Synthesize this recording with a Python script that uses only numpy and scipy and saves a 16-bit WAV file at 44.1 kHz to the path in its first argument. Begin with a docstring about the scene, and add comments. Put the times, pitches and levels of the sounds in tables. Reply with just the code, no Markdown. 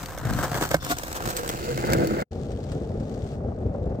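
"""On rough asphalt, a skateboard rolls past close by: stones shake the deck, rattle the wheels and crunch.
It pivots and slaps its front wheels down, the trucks (the steel axles) scrape, the tail clacks and a
shoe scuffs. Free of the rider's weight, it rolls off to the right with a hollow drone.
After an abrupt break, a board rolls far away on a smoother street, a low rumble with a faint hiss.
Rolling and scraping are noise shaped by the board; knocks are sets of fading tones."""
import sys
import numpy as np
from scipy import signal
from scipy.fft import rfft, irfft, next_fast_len
from scipy.io import wavfile
from scipy.ndimage import map_coordinates

SR = 44100
rng = np.random.default_rng(int(sys.argv[2]) if len(sys.argv) > 2 else 0)


def log_audio(samples):
    """Write samples as a 16-bit WAV file to the path given in sys.argv[1]."""
    # one column per channel
    frames = np.atleast_2d(samples).T
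    # limit to full scale, then quantise
    limited = np.clip(frames, -1, 1)
    pcm = np.round(limited * 32767).astype(np.int16)
    wavfile.write(sys.argv[1], SR, pcm)


N = 176400
T = np.arange(N) / SR
FFT_SIZE = next_fast_len(N + SR // 2)
HZ = np.fft.rfftfreq(FFT_SIZE, 1 / SR)

# How loud the close rolling is. Each row: time in seconds, then thrum, chatter and grit in dB.
ROLL_LEVELS = [(0.01, -34, -40, -45), (0.2, -37, -40.5, -51.5), (0.26, -22.5, -36, -49),
               (0.36, -18.5, -34, -40.5), (0.45, -27.5, -27, -38), (0.49, -30.5, -36.5, -43.5),
               (0.555, -23.5, -27.5, -37), (0.59, -30, -34, -42), (0.64, -30, -26, -32.5),
               (0.695, -34, -41, -47), (0.738, -29, -28, -34.5), (0.79, -44, -50.5, -57),
               (0.865, -36.5, -36.5, -41.5), (0.955, -32, -41.5, -45.5), (1.01, -77, -39.5, -44.5),
               (1.11, -49, -40.5, -44.5), (1.2, -42, -36, -48), (1.275, -26.5, -30.5, -35.5),
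               (1.34, -37, -36, -44.5), (1.44, -39, -32.5, -42.5), (1.6, -34.5, -31.5, -43),
               (1.71, -33, -26, -43), (1.82, -32.5, -26, -43.5), (1.9, -26, -21, -41.5),
               (2.0, -20.5, -21.5, -43.5), (2.07, -27, -26, -44), (2.2, -30, -25, -48)]
# The rider's weight comes off the deck. Each row: time in seconds, share taken off from 0 to 1.
WEIGHT_OFF = [(1.05, 0), (1.4, .5), (1.62, 1)]
# The board's path. Each row: time in seconds, delay of the left side in ms, left over right in dB.
BOARD_PATH = [(0, 0.031, 2.5), (.4, -0.062, 3.5), (.62, 0.13, 1.3), (.9, 0.23, 2), (1.4, 0.373, -1.1),
              (1.9, 0.45, 0.2)]

# The tone colour of each noise. Each row: frequency in Hz, relative strength in dB.
THRUM_TONE = [(20, -24), (40, -17), (60, -5.5), (100, -2), (145, 1), (200, -8.5), (260, -9.5), (450, -37.5),
              (900, -102)]
CHATTER_TONE = [(100, -52), (200, -5.5), (300, 2), (410, 0), (720, -2.5), (1000, -0.5), (1600, -2),
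                (2000, -10.5), (2600, -23), (4000, -19.5), (9000, -65.5)]
DRONE_TONE = [(90, -20), (140, 1.5), (200, 0), (350, 0), (510, 3), (680, -4), (1100, -20.5), (1450, -11.5),
              (1900, -22), (2500, -32.5), (3300, -35), (8000, -74.5)]
GRIT_TONE = [(800, -41), (2000, -0.5), (4000, -2.5), (8400, 0), (9700, -10.5), (11200, -11), (13000, -3),
             (15200, -2), (16000, -20)]
GRIT_AWAY_TONE = [(1500, -12.5), (2600, 5), (3400, -2.5), (4500, 3.5), (5700, -3), (7300, 1.5),
                  (8800, -6.5), (11000, -12.5), (15000, -5.5)]
AIR_TONE = [(20, -12.5), (50, 5.5), (300, -17.5), (1000, -57.5)]
SCRAPE_TONE = [(1500, -23.5), (3000, 0), (6000, -3.5), (10000, -26)]
FAR_RUMBLE_TONE = [(25, -20.5), (50, -1), (105, 0.5), (180, -5.5), (245, -5), (320, -12), (470, -7.5),
                   (600, -12.5), (800, -19.5), (960, -32.5), (1300, -35), (8000, -77)]
FAR_HISS_TONE = [(500, -16.5), (1200, 5), (2200, -2.5), (3500, -1), (6000, -4.5), (8500, -6.5),
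                 (10500, -33), (13500, -16.5), (16000, -31)]
FAR_CLACK_TONE = [(150, -26), (520, 10), (1250, -9.5), (2200, -28), (9000, -63)]
# How alike left and right sound. Each row: frequency in Hz, likeness (1 means the same).
NEAR_LIKENESS = [(60, 0.67), (400, 0.92), (1500, 0.73), (4500, 0.13), (12000, 0.27)]
FAR_LIKENESS = [(100, 1), (400, 0.96), (1500, 0.28), (5000, 0.45), (12000, .35)]
# Where the deck (with and without weight) and the steel trucks ring.
# Each row: frequency in Hz, width in Hz, height over the noise in dB.
LOADED_PEAKS = [(521, 18, 2), (714, 45, 3.5), (1316, 39, -12.5)]
UNLOADED_PEAKS = [(217, 26, -0.5), (345, 40, 2.5), (2076, 87, 7.5)]
TRUCK_PEAKS = [(3540, 160, 19), (4280, 140, 6), (5400, 260, 14.5)]
# The tones of the struck board and tail. Each row: pitch in Hz, level in dB, seconds to fade by 60 dB.
BOARD_MODES = [(162.6, -14, 0.11), (308, -11, 0.054), (552, -0.5, 0.026), (635, -9.5, 0.033),
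               (920, -9, 0.023), (1334, -12.5, 0.027), (1583, -6.5, 0.038), (1692, -10.5, 0.024),
               (2192, -17, 0.056), (3630, -19.5, 0.025), (5160, -19.5, 0.025)]
TAIL_MODES = [(283.6, -1.5, 0.081), (706, -1, 0.077), (1117, -1, 0.043), (1440, -8, 0.091), (1950, -9, .06)]

# Wheels hit stones or land. Each row: start in seconds, level in dB, offset for its crack in dB.
WHEEL_KNOCKS = [(0.031, -38.5, 9), (.107, -33, -3), (0.176, -22.5, -11), (.252, -23, -6.5),
                (.299, -21.5, -14), (.388, -16.5, -12), (0.4418, -20.5, -22.5), (0.5432, -22.5, -9),
                (.622, -20.5, -9.5), (0.7134, -13.5, -6.5), (0.7430, -4.5, -12.5), (.984, -26.5, -7.5),
                (1.034, -23, 0), (1.131, -30, -7), (1.776, -18, -30), (1.933, -11.5, -4),
                (1.981, -20.5, -19), (2.2015, -21, -17)]
# Pebbles snap under the wheels. Each row: start in seconds, level in dB, pitch in Hz.
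PEBBLE_SNAPS = [(0.059, -28.5, 4530), (.185, -32, 6240), (0.336, -28, 4220), (0.44, -27, 5450),
                (0.5435, -28.5, 2136), (.69, -28.5, 7600), (.848, -25, 5380), (0.9853, -23.5, 6370),
                (1.128, -28.5, 7740), (1.367, -20, 8260), (1.373, -23, 7700), (1.477, -25, 8200),
                (1.491, -23, 3370), (1.7754, -29.5, 2150), (1.874, -31, 4560), (1.922, -25, 4470),
                (1.934, -22.5, 2090), (2.0726, -26.5, 4530)]
# The trucks scrape as the board swings round. Each row: time in seconds, level in dB.
SCRAPE_LEVELS = [(.785, -88), (.805, -45.5), (.87, -46.5), (.915, -39.5), (1.0, -68.5)]
# The tail skips on the asphalt. Each row: start in seconds, level in dB.
TAIL_HITS = [(.896, -31), (.903, -22.5), (.910, -23.5), (.919, -21)]
# Tail and shoe scuff the ground. Each row: middle and half length in seconds, deck and grit in dB.
SCUFF_SWELLS = [(0.911, 0.014, -31, -27.5), (1.164, 0.011, -30.5, -32.5), (1.305, 0.0084, -35, -35.5),
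                (1.385, 0.017, -34.5, -37), (1.5, 0.0036, -30.5, -31)]
# The riderless board hums. Each row: middle and half length in seconds, pitch in Hz, level in dB.
HUM_SWELLS = [(1.409, 0.063, 483, -33.5), (1.71, .028, 480, -26.5), (1.755, 0.056, 135, -28.5),
              (1.98, 0.017, 140, -23), (2.07, 0.076, 334, -26.5), (2.155, 0.042, 206.1, -27)]
# How loud the distant rumble and hiss are. Each row: time in seconds, level in dB.
FAR_RUMBLE_LEVELS = [(2.6, -31), (2.78, -28), (3.0, -29.5), (3.28, -31.5), (3.44, -27.5), (3.58, -30.5),
                     (3.71, -28), (4, -28.5)]
FAR_HISS_LEVELS = [(2.42, -55), (2.58, -58.5), (2.72, -51.5), (2.89, -59), (3.3, -54), (3.42, -66.5),
                   (4, -66.5)]
# Distant wheels tick over seams and clack on the pavement. Each row: start in seconds, level in dB.
FAR_SEAM_TICKS = [(2.517, -48), (2.718, -41.5), (2.999, -49.5)]
FAR_WHEEL_CLACKS = [(3.404, -37.5), (3.519, -36), (3.745, -30.5), (3.907, -45)]


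def amp(db):
    """Turn decibels into a gain."""
    return 10 ** (np.asarray(db) / 20)


def unit(x):
    """Scale to an average power of 1."""
    return x / np.sqrt(np.mean(x ** 2) + 1e-20)


def along(points):
    """Join (Hz, value) points into a curve over all frequencies."""
    hz, values = np.transpose(points)
    return np.interp(np.log(HZ + 1), np.log(hz + 1), values)


def curves(rows):
    """Give one value per sample for each column after the time."""
    times, *columns = np.transpose(rows)
    return [np.interp(T, times, column) for column in columns]


def wobble(rate):
    """A smooth curve through rate random values a second."""
    return map_coordinates(rng.standard_normal(4096), [T * rate], mode="wrap")


def decay(start, t60):
    """Start suddenly, then fade by 60 dB every t60 seconds."""
    return (T >= start) * np.exp(-np.log(1000) * np.abs(T - start) / t60)


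def swell(middle, half):
    """Rise and fall in a bell shape."""
    return np.exp(-.5 * ((T - middle) / half) ** 2)


def body(tone, peaks=()):
    """A filter for how an object colours sound: its broad tone plus ringing peaks."""
    ringing = sum(amp(db) / (1 + (2 * (HZ - hz) / width) ** 2) for hz, width, db in peaks)
    gain = unit(amp(along(tone)) * (1 + ringing))
    cepstrum = irfft(np.log(np.maximum(gain, 1e-6)), FFT_SIZE)
    # Folding it in half makes the object ring after a push, never before.
    cepstrum[1:FFT_SIZE // 2] *= 2
    cepstrum[FFT_SIZE // 2 + 1:] = 0
    return np.exp(rfft(cepstrum))


def stones(rate, spread_db, life_s, bed):
    """The push of rough ground: rate random bumps a second over a steady share, the bed."""
    hits = (rng.random(N) < rate / SR) * amp(spread_db * np.minimum(rng.exponential(size=N), np.pi))
    power = signal.lfilter([1], [1, -np.exp(-1 / (life_s * SR))], hits ** 2)
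    return np.sqrt(bed + (1 - bed) * power / power.mean())


def rub(force, response, likeness=NEAR_LIKENESS):
    """Rough contact: stereo noise follows the force and sounds through a body."""
    angle = np.arccos(along(likeness)) / 2
    noise = rfft(force * rng.standard_normal((2, N)), FFT_SIZE)
    mid, side = irfft(noise * response * [np.cos(angle), np.sin(angle)], FFT_SIZE)[:, :N]
    return np.array([mid + side, mid - side])


def struck(modes, blows):
    """Each blow rings an object's own tones, a little differently every time."""
    out, t = np.zeros(N + SR), np.arange(SR // 3) / SR
    attack = 1 - np.exp(-t / .001)
    for start, db in blows:
        ring = 0
        for hz, level, t60 in modes:
            gain = amp(level + 1.5 * rng.standard_normal())
            pitch = hz * (1 + .014 * rng.standard_normal())
            ring += gain * np.exp(-np.log(1000) * t / t60) * np.sin(2 * np.pi * pitch * t)
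        out[round(start * SR):][:len(t)] += amp(db) * ring * attack
    return out[:N]


def panned(x, db):
    """Make the left side louder than the right by db."""
    return x * np.array([amp(db / 2), amp(-db / 2)]).reshape(2, -1)


def lagged(x, ms):
    """Make the left side later than the right by ms."""
    half = ms * SR / 2000
    return np.array([map_coordinates(channel, [np.arange(N) + shift], order=5)
                     for channel, shift in zip(x, (-half, half))])


def bounced(x, delay_ms, share):
    """Add the echo off the ground, whose delay changes as the board moves."""
    late = np.arange(N) - delay_ms * SR / 1000
    echo = np.array([map_coordinates(channel, [late], order=3) for channel in x])
    return unit(x + share * echo)


def rolling():
    """Stones shake the deck, rattle the wheels and crunch; without weight the deck turns hollow."""
    thrum_db, chatter_db, grit_db = curves(ROLL_LEVELS)
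    free, = curves(WEIGHT_OFF)
    bumps = stones(rate=300, spread_db=4, life_s=.0018, bed=.22)
    thrum = amp(thrum_db - 5) * rub(bumps, body(THRUM_TONE))
    chatter = amp(chatter_db + 1) * rub(bumps, body(CHATTER_TONE, LOADED_PEAKS))

    # Without weight, the deck booms below 770 Hz and the trucks rattle above it.
    shake = stones(rate=280, spread_db=1.5, life_s=.0047, bed=.18)
    hollow = body(DRONE_TONE, UNLOADED_PEAKS)
    low_share = 1 / (1 + (HZ / 770) ** 10)
    boom = amp(thrum_db + .5) * rub(shake, hollow * np.sqrt(low_share))
    rattle = amp(chatter_db + 2.5) * rub(shake, hollow * np.sqrt(1 - low_share))

    # Most of the close grit comes with the same bumps that shake the deck.
    crunch = stones(rate=400, spread_db=3, life_s=.00042, bed=.19)
    close = rub(np.sqrt(.92 * bumps ** 2 + .08 * crunch ** 2), body(GRIT_TONE))
    close = bounced(close, delay_ms=.68 + .071 * wobble(2.5), share=.17)
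    away = rub(stones(rate=1400, spread_db=5, life_s=.0006, bed=.16), body(GRIT_AWAY_TONE))
    grit = amp(grit_db + 2) * (np.sqrt(1 - free ** 3) * close + np.sqrt(free ** 3) * away)
    return thrum + np.sqrt(1 - free) * chatter + np.sqrt(free) * (boom + rattle) + grit


def outdoor_air():
    """The open air makes a low, steady noise."""
    return amp(-40) * rub(1, body(AIR_TONE))


def wheel_knocks():
    """Each blow rings the deck and cracks on the asphalt."""
    wood = struck(BOARD_MODES, [(start, db) for start, db, _ in WHEEL_KNOCKS])
    cracks = sum(amp(db + crack_db) * decay(start, t60=.032) for start, db, crack_db in WHEEL_KNOCKS)
    return panned(wood, db=-3.5) + amp(-5.5) * rub(cracks, body(GRIT_TONE))


def pebbles():
    """Each pebble gives a bright snap and a brief ring of its own pitch."""
    force = sum(amp(db) * decay(start, t60=.015) for start, db, _ in PEBBLE_SNAPS)
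    rings = sum(amp(db) * decay(start, t60=.029) * np.sin(2 * np.pi * hz * (T - start))
                for start, db, hz in PEBBLE_SNAPS)
    return rub(force, body(GRIT_TONE)) + amp(-5.5) * rings


def truck_scrape():
    """A rough scrape makes the steel trucks ring."""
    level_db, = curves(SCRAPE_LEVELS)
    return rub(amp(level_db), body(SCRAPE_TONE, TRUCK_PEAKS))


def tail_clack():
    """The tail skips on the asphalt with its own woody ring."""
    return struck(TAIL_MODES, TAIL_HITS)


def scuffs():
    """Tail and shoe rub the ground in short grainy swells that sound through the deck."""
    grain = stones(rate=300, spread_db=2.5, life_s=.0013, bed=.6)
    deck = sum(amp(db) * swell(middle, half) for middle, half, db, _ in SCUFF_SWELLS)
    grit = sum(amp(db) * swell(middle, half) for middle, half, _, db in SCUFF_SWELLS)
    return rub(grain * deck, body(CHATTER_TONE, LOADED_PEAKS)) + rub(grain * grit, body(GRIT_TONE))


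def hums():
    """The riderless board gives rough hums that swell and sag in pitch."""
    sag_per_s, waver, flutter_db = .4, .022, 3
    out = np.zeros(N)
    for middle, half, hz, db in HUM_SWELLS:
        pitch = hz * np.exp(-sag_per_s * (T - middle) + waver * wobble(60))
        level = amp(db + flutter_db * wobble(70)) * swell(middle, half)
        out += level * np.sin(2 * np.pi * np.cumsum(pitch) / SR)
    return amp(-1) * out


def distant_board():
    """Far wheels give mostly rumble and dull clacks, with a thin hiss and ticks from the left."""
    rumble_db, = curves(FAR_RUMBLE_LEVELS)
    hiss_db, = curves(FAR_HISS_LEVELS)
    bumps = stones(rate=200, spread_db=5, life_s=.0046, bed=.62)
    rumble = amp(rumble_db + .57 * wobble(15)) * rub(bumps, body(FAR_RUMBLE_TONE), FAR_LIKENESS)
    blows = sum(amp(db) * decay(start, t60=.08) for start, db in FAR_WHEEL_CLACKS)
    clacks = rub(blows, body(FAR_CLACK_TONE), FAR_LIKENESS)
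    grain = amp(hiss_db) * stones(rate=99, spread_db=2.5, life_s=.0011, bed=.49)
    ticks = sum(amp(db) * decay(start, t60=.069) for start, db in FAR_SEAM_TICKS)
    hiss = rub(np.hypot(grain, ticks), body(FAR_HISS_TONE), FAR_LIKENESS)
    return lagged(panned(rumble + clacks, db=1.74) + panned(hiss, db=6.5), ms=-.18)


def scene():
    """Play the close pass, a short break, then the distant run."""
    near_end_s, far_start_s, fade_s = 2.224, 2.314, .011
    lag_ms, pan_db = curves(BOARD_PATH)
    board = panned(rolling() + scuffs() + truck_scrape() + pebbles() + hums(), pan_db)
    near = lagged(board + wheel_knocks() + tail_clack(), lag_ms) + outdoor_air()
    fade_out = np.exp(-np.maximum(T - near_end_s, 0) / (.37 * fade_s))
    fade_in = np.clip((T - far_start_s) / fade_s + .5, amp(-49), 1)
    return near * fade_out + distant_board() * fade_in


def record(dry):
    """Remove the very highest treble, above 16300 Hz."""
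    return irfft(rfft(dry, FFT_SIZE) * (HZ < 16300), FFT_SIZE)[:, :N]


dry = scene()
out = record(dry)
log_audio(out)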